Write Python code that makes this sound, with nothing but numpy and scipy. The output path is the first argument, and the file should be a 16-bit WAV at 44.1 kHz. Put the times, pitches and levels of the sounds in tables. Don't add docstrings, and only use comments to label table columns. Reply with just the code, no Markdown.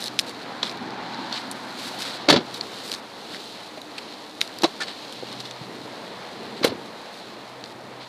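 import sys
import numpy as np
from scipy import signal
from scipy.fft import rfft, irfft
from scipy.io import wavfile

SR = 44100
rng = np.random.default_rng(int(sys.argv[2]) if len(sys.argv) > 2 else 0)


def transcribe(signal):
    frames = np.atleast_2d(signal).T
    limited = np.clip(frames, -1, 1)
    pcm = np.round(limited * 32767).astype(np.int16)
    wavfile.write(sys.argv[1], SR, pcm)


N = 356724
TIME_S = np.arange(N) / SR


def amp(db):
    return 10 ** (np.asarray(db) / 20)


def rms_one(x):
    return x / np.sqrt(np.mean(x ** 2) + 1e-20)


def level_curve(rows):
    time_s, level_db = np.transpose(rows)
    return np.interp(TIME_S, time_s, level_db)


def drift(knots_per_s):
    knots = rng.standard_normal(int(N / SR * 60) + 2)
    return np.interp(TIME_S * min(knots_per_s, 60), np.arange(len(knots)), knots)


def noise():
    return rng.standard_normal(N)


def coloured(x, spectrum):
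    freq_hz, density_db = np.transpose(spectrum)
    log_hz = np.log(np.arange(N // 2 + 1) * SR / N + 1e-3)
    gain_db = np.interp(log_hz, np.log(freq_hz), density_db, left=-120, right=-120)
    return rms_one(irfft(rfft(x) * amp(gain_db), N))


def filtered(x, order, edge_hz, kind):
    return signal.sosfilt(signal.butter(order, edge_hz, kind, fs=SR, output="sos"), x)


def narrow(centre_hz, width_hz):
    slow = filtered(rng.standard_normal((2, N)), 2, width_hz / 2, "low")
    phase = 2 * np.pi * np.cumsum(centre_hz * np.ones(N)) / SR
    return rms_one(slow[0] * np.cos(phase) + slow[1] * np.sin(phase))


def grains(per_s, spread_db):
    sizes = amp(spread_db * np.minimum(rng.exponential(1, N), 4))
    signed = sizes * rng.choice([-1, 1], N)
    return rms_one(signed * (rng.random(N) < per_s / SR))


def ring(x, pitch_hz, t60_s):
    radius = amp(-60 / (max(t60_s, .001) * SR))
    turn = 2 * np.pi * pitch_hz / SR
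    feedback = [1, -2 * radius * np.cos(turn), radius * radius]
    return signal.lfilter([0, np.sin(turn)], feedback, x + 1e-18)


def modes(x, table):
    body = np.zeros(N)
    for k, (pitch_hz, level_db, t60_s) in enumerate(table):
        body += (-1) ** k * amp(level_db) * ring(x, pitch_hz, t60_s)
    return body


def add(track, start_s, piece):
    at = round(start_s * SR)
    track[at:at + len(piece)] += piece[:N - at]


# time_s, level_db
ROAR_LEVEL = [(0, -42.5), (.5, -40.5), (1.1, -39.5), (1.5, -42), (1.95, -39.5), (2.55, -41.5),
              (2.85, -42.5), (3.6, -42.5), (4.4, -42), (5.4, -42.5), (6.05, -40.5), (6.8, -40.5),
              (7.1, -41.5), (8.09, -44)]
# freq_hz, density_db
RUMBLE_SPECTRUM = [(18, -56), (30, -56), (59, -46), (74, -9.5), (118, -4.5), (150, -6), (201, 1.5),
                   (480, 1), (620, -94), (1060, -120)]
ROAR_SPECTRUM = [(280, -93), (480, 1), (892, 0.5), (1450, -7), (1910, -7.5), (2280, -10), (2800, -14.5),
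                 (3640, -17), (6160, -120)]
RUMBLE_DB, RUMBLE_FOLLOWS = -45.5, 0.716


def far_traffic():
    roar_db = level_curve(ROAR_LEVEL)
    rumble_db = RUMBLE_DB + RUMBLE_FOLLOWS * (roar_db - roar_db.mean())
    rumble = amp(rumble_db + 2.8 * drift(7.2)) * coloured(noise(), RUMBLE_SPECTRUM)
    roar = amp(roar_db + 1.2 * drift(12)) * coloured(noise(), ROAR_SPECTRUM)
    return rumble + roar


# freq_hz, density_db
PASSING_SPECTRUM = [(88, -46), (150, -11), (243, 2), (376, -4), (498, -53), (638, -9), (685, -5.5),
                    (898, -5), (1230, -9), (1510, -8), (2500, -17.5), (3250, -39.5), (5500, -120)]
PASS_DB, PASS_NEAREST_S, PASS_SPAN_S = -37, 1.22, 0.635
PASS_HIDDEN_S, PASS_HIDE_FADE_S = 3.19, 0.23
WHINE_DB, WHINE_S, WHINE_FADE_DB = -40.5, 1.1, 61.5
WHINE_HZ, WHINE_CLIMB_HZ_PER_S, WHINE_TOP_HZ = 874.4, 220, 909


def passing_vehicle():
    distance = np.hypot(1, (TIME_S - PASS_NEAREST_S) / PASS_SPAN_S)
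    in_view = np.clip((PASS_HIDDEN_S - TIME_S) / PASS_HIDE_FADE_S, 0, 1)
    wash = amp(PASS_DB) * in_view / distance * coloured(noise(), PASSING_SPECTRUM)
    from_top_s = TIME_S - WHINE_S
    whine_hz = np.minimum(WHINE_HZ + WHINE_CLIMB_HZ_PER_S * from_top_s, WHINE_TOP_HZ)
    whine = amp(WHINE_DB - WHINE_FADE_DB * from_top_s ** 2) * narrow(whine_hz, width_hz=130.0)
    return wash + whine


# time_s, level_db
HUM_LEVEL = [(0, -54), (2.5, -54), (3.1, -71), (4.9, -66.5), (5.4, -53), (6.4, -61), (6.9, -85),
             (7.5, -58.5), (8.09, -55.5)]
HUM_HZ = 127.1
PARTNER_HZ, PARTNER_REL_DB, PARTNER_WIDTH_HZ = 190, -6, 8.6


def motor_hum():
    level_db = level_curve(HUM_LEVEL)
    phase = 2 * np.pi * HUM_HZ * TIME_S + 0.45 * drift(1.88)
    hum = np.sqrt(2) * amp(level_db + 2.44 * drift(2.43)) * np.sin(phase)
    return hum + amp(level_db + PARTNER_REL_DB) * narrow(PARTNER_HZ, PARTNER_WIDTH_HZ)


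# time_s, level_db
RUSTLE_LEVEL = [(0, -40.5), (.13, -45), (.85, -45), (1.3, -41), (1.6, -45), (1.85, -40.5), (2.23, -41),
                (2.34, -48), (2.59, -43.5), (2.81, -41.5), (2.95, -52), (3.2, -44.5), (3.55, -43),
                (3.83, -50.5), (4.1, -43.5), (4.44, -49.5), (4.59, -44), (5.27, -42.5), (5.72, -47),
                (6.24, -45), (6.94, -49), (7.19, -46), (7.8, -53), (8.09, -49)]
HISS_LEVEL = [(0.0, -56), (0.97, -63.5), (1.67, -55), (1.93, -50), (2.34, -63.5), (2.57, -54.5),
              (2.79, -52), (2.95, -63), (3.2, -56.5), (3.45, -53.5), (3.78, -58.5), (4.44, -57.5),
              (4.64, -56), (7.14, -59.5), (7.79, -62), (8.09, -61.5)]
# freq_hz, density_db
RUSTLE_SPECTRUM = [(1180, -13.5), (2000, -9.5), (2760, -2.5), (3690, 1.5), (4170, 4), (4960, -5.5),
                   (5800, -14.5), (6500, -18.5), (8450, -30.5), (14300, -120)]
HISS_SPECTRUM = [(3530, -5.5), (6000, -4.5), (10000, -6.5), (12600, -13), (14100, -11.5), (15000, -21),
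                 (15500, -52)]


def rustle():
    friction = noise() + 0.542 * grains(1400, spread_db=5.53)
    flutter = amp(.8 * drift(30))
    body = amp(level_curve(RUSTLE_LEVEL)) * coloured(friction, RUSTLE_SPECTRUM)
    hiss = amp(level_curve(HISS_LEVEL)) * coloured(friction, HISS_SPECTRUM)
    return flutter * (body + hiss)


# start_s, end_s, body_db, hiss_db (levels at the start), change_db (start to end)
SCRAPES = [(0, 0.088, -46, -42.5, -1), (0.187, 0.221, -42, -40, -5), (0.26, 0.318, -42, -50, -4),
           (0.625, 0.703, -34, -51.5, -6.5), (0.698, 0.729, -50, -53, 0), (1.319, 1.389, -35, -57, 3.5),
           (1.384, 1.423, -40, -51, -7.5), (1.512, 1.533, -52.5, -40, -8), (1.77, 1.896, -43.5, -51, 6),
           (1.983, 2.035, -39.5, -46.5, 8.5), (2.031, 2.179, -34.5, -47, -5.5), (2.54, 2.59, -45, -49, -1),
           (2.83, 2.953, -44.5, -48.5, 5), (2.951, 3.006, -42, -49, -10), (3.298, 3.374, -43, -60, 5.5),
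           (3.978, 3.994, -29.5, -51, 0), (4.409, 4.47, -32.5, -42, -18.5), (4.867, 4.94, -35, -66, -10),
           (5.12, 5.148, -45, -47.5, -7), (5.317, 5.337, -47, -60.5, 5), (5.398, 5.42, -43, -52.5, 0),
           (5.442, 5.487, -42, -58, -3), (6.563, 6.6, -38.5, -75, -6), (7.123, 7.211, -55, -58, 0),
           (7.636, 7.729, -53.5, -61, 2), (8, 8.053, -43.5, -85, -1.5)]
# freq_hz, density_db
SCRAPE_SPECTRUM = [(1180, -5), (2000, -6), (2350, -4.5), (2560, -6), (3100, -3), (3740, 1), (4350, 0),
                   (5000, -6), (6500, -24.5), (8450, -21.5), (14300, -120)]
SCRAPE_EDGE_S = 0.0061


def scrapes():
    friction = noise() + 0.72 * grains(500, spread_db=2.8)
    body, hiss = np.zeros((2, N))
    for start_s, end_s, body_db, hiss_db, change_db in SCRAPES:
        length_s = end_s - start_s
        inside_s = TIME_S[(TIME_S >= start_s) & (TIME_S < end_s)] - start_s
        to_edge_s = np.minimum(inside_s, length_s - inside_s)
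        shape = amp(change_db * inside_s / length_s) * np.minimum(1, to_edge_s / SCRAPE_EDGE_S)
        add(body, start_s, amp(body_db) * shape)
        add(hiss, start_s, amp(hiss_db) * shape)
    return body * coloured(friction, SCRAPE_SPECTRUM) + hiss * coloured(friction, HISS_SPECTRUM)


# start_s, ping_db, pitch_hz, t60_s,
# snap_db (bright), dull_db
TICKS = [(.024, -18, 3940, 0.0083, -32, -49), (.041, -9.5, 5020, 0.0052, -15, -39),
         (.05, -24, 4200, .008, -36, -42), (.059, -15, 4300, .008, -34, -37),
         (0.065, -17.5, 3870, 0.0086, -31, -39.5), (0.0734, -17, 4260, .008, -28, -36),
         (.081, -14, 4240, 0.007, -35, -36), (0.1903, 7, 3670, 0.0017, -14.5, -18),
         (.1914, -4.5, 2720, 0.0044, -20, -25.5), (0.1927, -1.5, 4100, 0.0038, -14, -32.5),
         (.1927, -8.5, 5900, 0.0033, -40, -41.5), (.1961, 7, 4900, 0.0018, -6, -26),
         (.1963, -11, 4100, 0.004, -40, -40), (0.284, -25, 4000, .008, -33.5, -41),
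         (.2945, -23, 4500, .008, -23, -40), (.629, -17.5, 3400, 0.016, -45, -45),
         (.6302, -15, 3430, 0.015, -45, -40), (.6299, -10, 3970, 0.0138, -43, -40),
         (0.6324, -11, 4065, .007, -34.5, -21), (.636, -20, 4200, .012, -40, -40),
         (.643, -22, 4100, .006, -40, -40), (.6535, -24, 3650, .015, -50, -50),
         (.662, -26, 4150, .02, -50, -50), (.669, -23, 3550, .012, -50, -50),
         (0.6954, -18, 4000, .008, -38, -34.5), (0.7013, -23, 5000, .008, -39, -40),
         (.714, -25, 2400, .008, -41, -43), (0.7733, -26, 4000, 0.0089, -34, -42),
         (.906, -20, 4600, 0.0037, -37, -50), (1.145, -24, 4140, .008, -47, -37),
         (1.3265, -15.5, 4370, 0.012, -27, -32), (1.327, -30, 3580, .012, -43, -40),
         (1.341, -20, 4300, .014, -45, -45), (1.359, -25.5, 4000, .012, -45, -45),
         (1.3755, -23, 3880, .012, -45, -42), (1.379, -29, 3880, .012, -45, -45),
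         (1.514, -19, 4300, 0.008, -14, -42), (1.515, -26, 8100, .01, -26.5, -60),
         (2.287, -9, 2150, .022, -30, -40), (2.2862, -10, 3773, .035, -32, -40),
         (2.2872, -8, 4360, 0.025, -33, -40), (2.3005, -8, 3804, 0.0296, -40, -48),
         (2.2985, -12, 5890, .016, -22.5, -27), (2.3085, -14.5, 3225, 0.0215, -40, -40),
         (2.3375, -17, 4480, .025, -40, -40), (2.3585, -21, 3730, .018, -42, -40),
         (2.3695, -25.5, 4600, .018, -41.5, -40), (2.302, -9, 4400, .015, -19, -28),
         (2.325, -12, 3820, 0.0163, -30, -30), (2.328, -11, 4420, 0.0323, -28, -30),
         (2.361, -19, 4440, .02, -42.5, -40), (2.5419, -14.5, 4500, 0.0028, -27, -50),
         (2.544, -17.5, 4000, .004, -23, -50), (2.5455, -18, 3880, .006, -31, -50),
         (2.5512, -16, 4000, .003, -45, -50), (2.5602, -24, 4500, .006, -40, -50),
         (2.6103, -7, 4330, 0.0074, -40, -60), (2.61, -27, 6700, 0.0023, -40, -60),
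         (2.6121, -26, 4200, .004, -50, -60), (2.719, -24.5, 3880, 0.0057, -28, -40),
         (2.897, -20.5, 4620, 0.0062, -23, -25), (2.914, -28, 4120, .01, -36, -46),
         (2.918, -17, 2840, 0.006, -23, -36), (2.917, -5.5, 4250, 0.0033, -20, -34),
         (2.9272, -15.5, 4400, .005, -34.5, -50), (2.9347, -22, 4300, .004, -36, -50),
         (2.937, -27.5, 3900, .008, -45, -50), (2.939, -5, 3930, 0.0026, -29, -24),
         (2.9471, -23, 4100, .005, -45, -48), (2.949, -14, 4240, 0.0043, -26, -27),
         (3.346, -21, 1950, 0.0067, -33, -27), (3.7779, -34, 4250, .008, -36, -40),
         (3.817, -24.5, 3920, 0.01, -27, -41), (3.9812, -16.5, 2500, 0.0061, -24, -40),
         (4.4088, -7, 4030, 0.0039, -20, -28), (4.4136, -0.5, 3950, 0.0047, -13, -21),
         (4.4151, -4, 1930, 0.0032, -17.5, -35.5), (4.4143, -2, 2710, 0.00437, -23, -20),
         (4.476, -24.5, 4360, 0.0114, -28, -36.5), (4.587, -22, 4720, 0.0081, -16.5, -37),
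         (4.6192, -20.5, 4800, .006, -34.5, -41.5), (4.6223, -7, 4100, .003, -19.5, -50),
         (4.6345, -17, 2900, .01, -30, -40), (4.6345, -19, 5500, .008, -40, -50),
         (4.6402, -12, 4135, 0.015, -34, -40), (4.6422, -7, 4000, .006, -31, -16),
         (4.6442, -9, 4660, .006, -33, -40), (4.658, -18.5, 4000, .015, -38.5, -50),
         (4.883, -19, 4030, 0.0073, -42, -33.5), (4.885, -23.5, 1950, .008, -43, -39),
         (5.125, -25, 3220, .008, -24.5, -42), (5.311, -30.5, 2300, .006, -52, -45),
         (5.316, -28.5, 3700, .015, -50, -47), (5.328, -19, 4200, .004, -26, -46),
         (5.4028, -15, 4970, 0.003, -34, -45), (5.404, -20, 3800, .005, -35, -45),
         (5.4075, -21, 4200, 0.0089, -38, -45), (5.454, -26, 3580, 0.014, -44, -45),
         (5.458, -24, 3500, .01, -44, -50), (5.473, -28.5, 4000, .01, -44, -50),
         (5.511, -19, 3590, 0.005, -32, -37), (5.511, -23.5, 5800, .004, -50, -50),
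         (6.578, -30, 4040, .008, -45.5, -30), (6.6436, -14, 2140, 0.018, -28, -30),
         (6.643, -14, 4250, .02, -27, -31), (6.646, -11, 3713, 0.014, -21, -31),
         (6.673, -30, 4060, 0.028, -45, -50), (7.64, -16, 4500, 0.0042, -60, -44),
         (7.6592, -26, 4130, .008, -39, -43)]
# pitch_hz, level_db, t60_s
SHELL_MODES = [(3850, -28, 0.0088), (4700, -31.5, 0.013), (5200, -17.5, 0.0014)]
PING_RISE_S, SCRATCH_OUTLASTS = 0.0002, 1.2
DULL_HZ, DULL_T60_S = 1800, 0.00545
SNAP_BAND_HZ, SNAP_T60_S = [5950, 11900], 0.0014


def ticks():
    t = np.arange(2000) / SR
    pings, scratches, dull, bright = np.zeros((4, N))
    for start_s, ping_db, pitch_hz, t60_s, snap_db, dull_db in TICKS:
        grit = rng.standard_normal(len(t))
        envelope = amp(ping_db - 60 * t / t60_s) * (1 - np.exp(-t / PING_RISE_S)) ** 2
        add(pings, start_s, envelope * np.sin(2 * np.pi * pitch_hz * t))
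        add(scratches, start_s, amp(ping_db - 60 * t / (t60_s * SCRATCH_OUTLASTS)) * grit)
        add(dull, start_s, amp([dull_db]))
        add(bright, start_s, amp(snap_db - 60 * t / SNAP_T60_S) * np.sign(grit))
    snap = filtered(bright + 1e-18, 2, SNAP_BAND_HZ, "band")
    shell = pings + modes(scratches, SHELL_MODES) + ring(dull, DULL_HZ, DULL_T60_S)
    return filtered(shell, 2, [1300, 7500], "band") + snap


# start_s, thud_db, thud_hz, shake_db, rattle_db, t60_s,
# treble_edge_hz (of the rattle)
BLOWS = [(.6315, -16, 520, -45, -62, 0.01, 5000), (.632, -16.5, 1044, -40, -62, 0.013, 5000),
         (1.189, -32, 504, -32, -57, 0.013, 4000), (2.2827, -11, 580, -19.5, -26, 0.0176, 4000),
         (2.2855, -4, 324, -25, -11, 0.0487, 6100), (2.2865, -10, 600, -27, -15.5, 0.057, 6000),
         (2.2975, -5, 910, -21, -13, 0.029, 12600), (2.299, -3, 315, -30, -40, 0.046, 6000),
         (2.2995, -17, 1730, -30, -40, .03, 6000), (2.3005, -9.5, 1276, -16, -10.5, 0.0333, 10000),
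         (2.302, -7, 598, -15.5, -26, 0.0375, 8000), (2.3066, -15, 288, -25, -17, 0.046, 9900),
         (2.3246, -7.5, 280, -19, -14, 0.0495, 7600), (2.326, -15.5, 1750, -40, -40, 0.027, 6000),
         (2.337, -15, 590, -21, -20, 0.054, 5900), (2.339, -6.5, 376, -16, -33.5, 0.033, 7800),
         (2.312, -18.5, 155, -28, -35, 0.18, 6000), (2.346, -23.5, 99, -31, -32, 0.12, 6000),
         (2.36, -10, 243, -26, -18.5, 0.065, 5470), (2.36, -18, 1380, -40, -40, .03, 5500),
         (2.368, -15, 400, -22.5, -29, 0.0325, 5500), (2.3752, -7.5, 225, -37, -42.5, 0.033, 5500),
         (2.386, -19, 374.4, -35, -35, 0.06, 5000), (2.404, -28, 331, -33, -38, 0.068, 5000),
         (3.773, -26.5, 624, -34, -36, 0.047, 5000), (4.6335, -9.5, 363, -30.5, -17, .03, 12100),
         (4.6345, -9, 866, -25.5, -22, 0.0245, 9000), (4.636, -21, 160, -44, -50, .05, 6000),
         (4.639, -9.5, 334, -30, -20, 0.033, 8350), (4.641, -11.5, 1010, -20.5, -26, 0.027, 8400),
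         (4.6425, -7, 341.3, -22, -31.5, 0.0348, 8500), (4.646, -9, 648, -35, -29, 0.0233, 8000),
         (4.651, -18, 1131, -34, -28, 0.032, 9000), (4.6525, -15.5, 426, -34, -24, 0.018, 9000),
         (4.659, -27, 690, -38, -33.5, 0.038, 8060), (4.68, -30, 680, -45, -50, .025, 5000),
         (4.803, -27.5, 1430, -42, -26, 0.088, 8800), (4.811, -23.5, 1777, -45, -37, 0.045, 8000),
         (4.819, -19.5, 1784, -40, -21, 0.034, 8400), (4.831, -34.5, 1680, -45.5, -27, .04, 8000),
         (5.225, -21.5, 500, -35, -62, 0.0192, 3000), (5.2327, -16, 440, -43.5, -60, 0.015, 3000),
         (5.611, -19.5, 148, -39, -60, 0.033, 3000), (6.6125, -15, 254, -32, -64, 0.0296, 3000),
         (6.6275, -36.5, 700, -35, -24, 0.066, 6000), (6.633, -25, 1202, -33.5, -28, 0.058, 5460),
         (6.6415, -18, 1050, -35, -15.5, 0.0468, 13900), (6.644, -7.5, 266, -22, -32, .025, 9000),
         (6.6456, -1.5, 481, -23.5, -14.5, 0.03, 14000), (6.6519, -19, 858, -38.5, -22, 0.037, 12000),
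         (6.661, -20, 660, -29, -28, 0.044, 11000), (6.667, -18, 480, -28, -29.5, 0.045, 11000),
         (6.6735, -20, 384, -32, -28.5, 0.0524, 11000), (6.679, -24, 216, -38, -48, .06, 6000),
         (6.69, -27.5, 110, -41, -38, 0.15, 6000), (6.691, -26, 680, -41, -50, 0.036, 5000),
         (6.701, -25.5, 259, -36, -50, .06, 5000), (6.716, -15, 300, -42, -46.5, 0.0222, 5000),
         (6.7187, -19.5, 500, -45.5, -48.5, .03, 4000), (6.7243, -12.5, 300, -47.5, -43.5, 0.024, 4000),
         (6.753, -21, 297, -46, -60, 0.025, 3000)]
# pitch_hz, level_db, t60_s
PANEL_MODES = [(161, -9.5, 0.084), (237, -19, 0.049), (288.3, -3, 0.0524), (337, 3.5, 0.034),
               (433.5, 4.5, 0.022), (573.5, 3.5, 0.027), (709, 3, 0.027), (803, 1, 0.023), (1007, 0, 0.018)]
LATCH_MODES = [(1342, -3.5, 0.0065), (1730, -7, 0.01), (2160, -5, 0.0088), (2743, -3, 0.0046),
               (3174, -4, 0.0071), (3510, -10, 0.022), (3920, -5.5, 0.015), (4436, -10.5, 0.016),
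               (4870, -13.5, 0.015), (4762, 0.5, 0.0035), (6200, -38, 0.017)]
PANEL_DB, LATCH_DB = -23.5, -13
CRUNCH_EDGE_HZ, CRUNCH_DB = 1600, -6
RATTLE_PER_S, RISE_S = 4900, 0.002212
STRIKE_PANEL_DB, STRIKE_LATCH_DB = 21.5, -3.5


def knocks():
    t = np.arange(8000) / SR
    contacts, tremor = grains(RATTLE_PER_S, spread_db=2.8), noise()
    thuds, shake, rattle = np.zeros((3, N))
    for start_s, thud_db, thud_hz, shake_db, rattle_db, t60_s, treble_edge_hz in BLOWS:
        decay = amp(-60 * t / max(t60_s, .005))
        swing = (1 - np.exp(-t * thud_hz * 2)) * np.sin(2 * np.pi * thud_hz * t)
        add(thuds, start_s, amp(thud_db) * decay * swing)
        shape = decay * (1 - np.exp(-t / RISE_S))
        at = round(start_s * SR)
        add(shake, start_s, amp(shake_db) * shape * tremor[at:at + len(t)])
        add(shake, start_s, amp([shake_db + STRIKE_PANEL_DB]))
        add(rattle, start_s + RISE_S / 2, amp([rattle_db + STRIKE_LATCH_DB]))
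        burst = amp(rattle_db) * shape * contacts[at:at + len(t)]
        add(rattle, start_s, filtered(burst, 4, min(treble_edge_hz, .4 * SR), "low"))
    panel = amp(PANEL_DB) * modes(shake, PANEL_MODES)
    latch = amp(LATCH_DB) * modes(rattle, LATCH_MODES)
    crunch = amp(CRUNCH_DB) * filtered(rattle + 1e-18, 1, CRUNCH_EDGE_HZ, "high")
    return thuds + filtered(panel + latch + crunch, 3, 160, "high")


DRONE_DB, DRONE_HZ, DRONE_WIDTH_HZ = -52, 304, 17.4
DRONE_ON_S, DRONE_OFF_S, DRONE_FADE_S = 2.97, 5.33, 0.37


def drone():
    to_edge_s = np.minimum(TIME_S - DRONE_ON_S, DRONE_OFF_S - TIME_S)
    fade = np.clip(to_edge_s / DRONE_FADE_S, 0, 1)
    return amp(DRONE_DB) * fade * narrow(DRONE_HZ, DRONE_WIDTH_HZ)


def scene():
    surroundings = far_traffic() + passing_vehicle() + motor_hum()
    close_by = rustle() + scrapes() + ticks()
    return np.tile(surroundings + close_by + knocks() + drone(), (2, 1))


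MIC_LOW_HZ, MIC_NOISE_DB, CUTOFF_HZ = 101.5, -76, 15900


def record(dry):
    capsule = filtered(dry, 3, MIC_LOW_HZ, "high")
    low_noise = amp(MIC_NOISE_DB) * rms_one(signal.lfilter([1], [1, -.995], noise()))
    rounded = (capsule + low_noise) / (1 + capsule ** 4) ** .25
    return signal.sosfilt(signal.cheby2(16, 90, CUTOFF_HZ, fs=SR, output="sos"), rounded)


dry = scene()
out = record(dry)
transcribe(out)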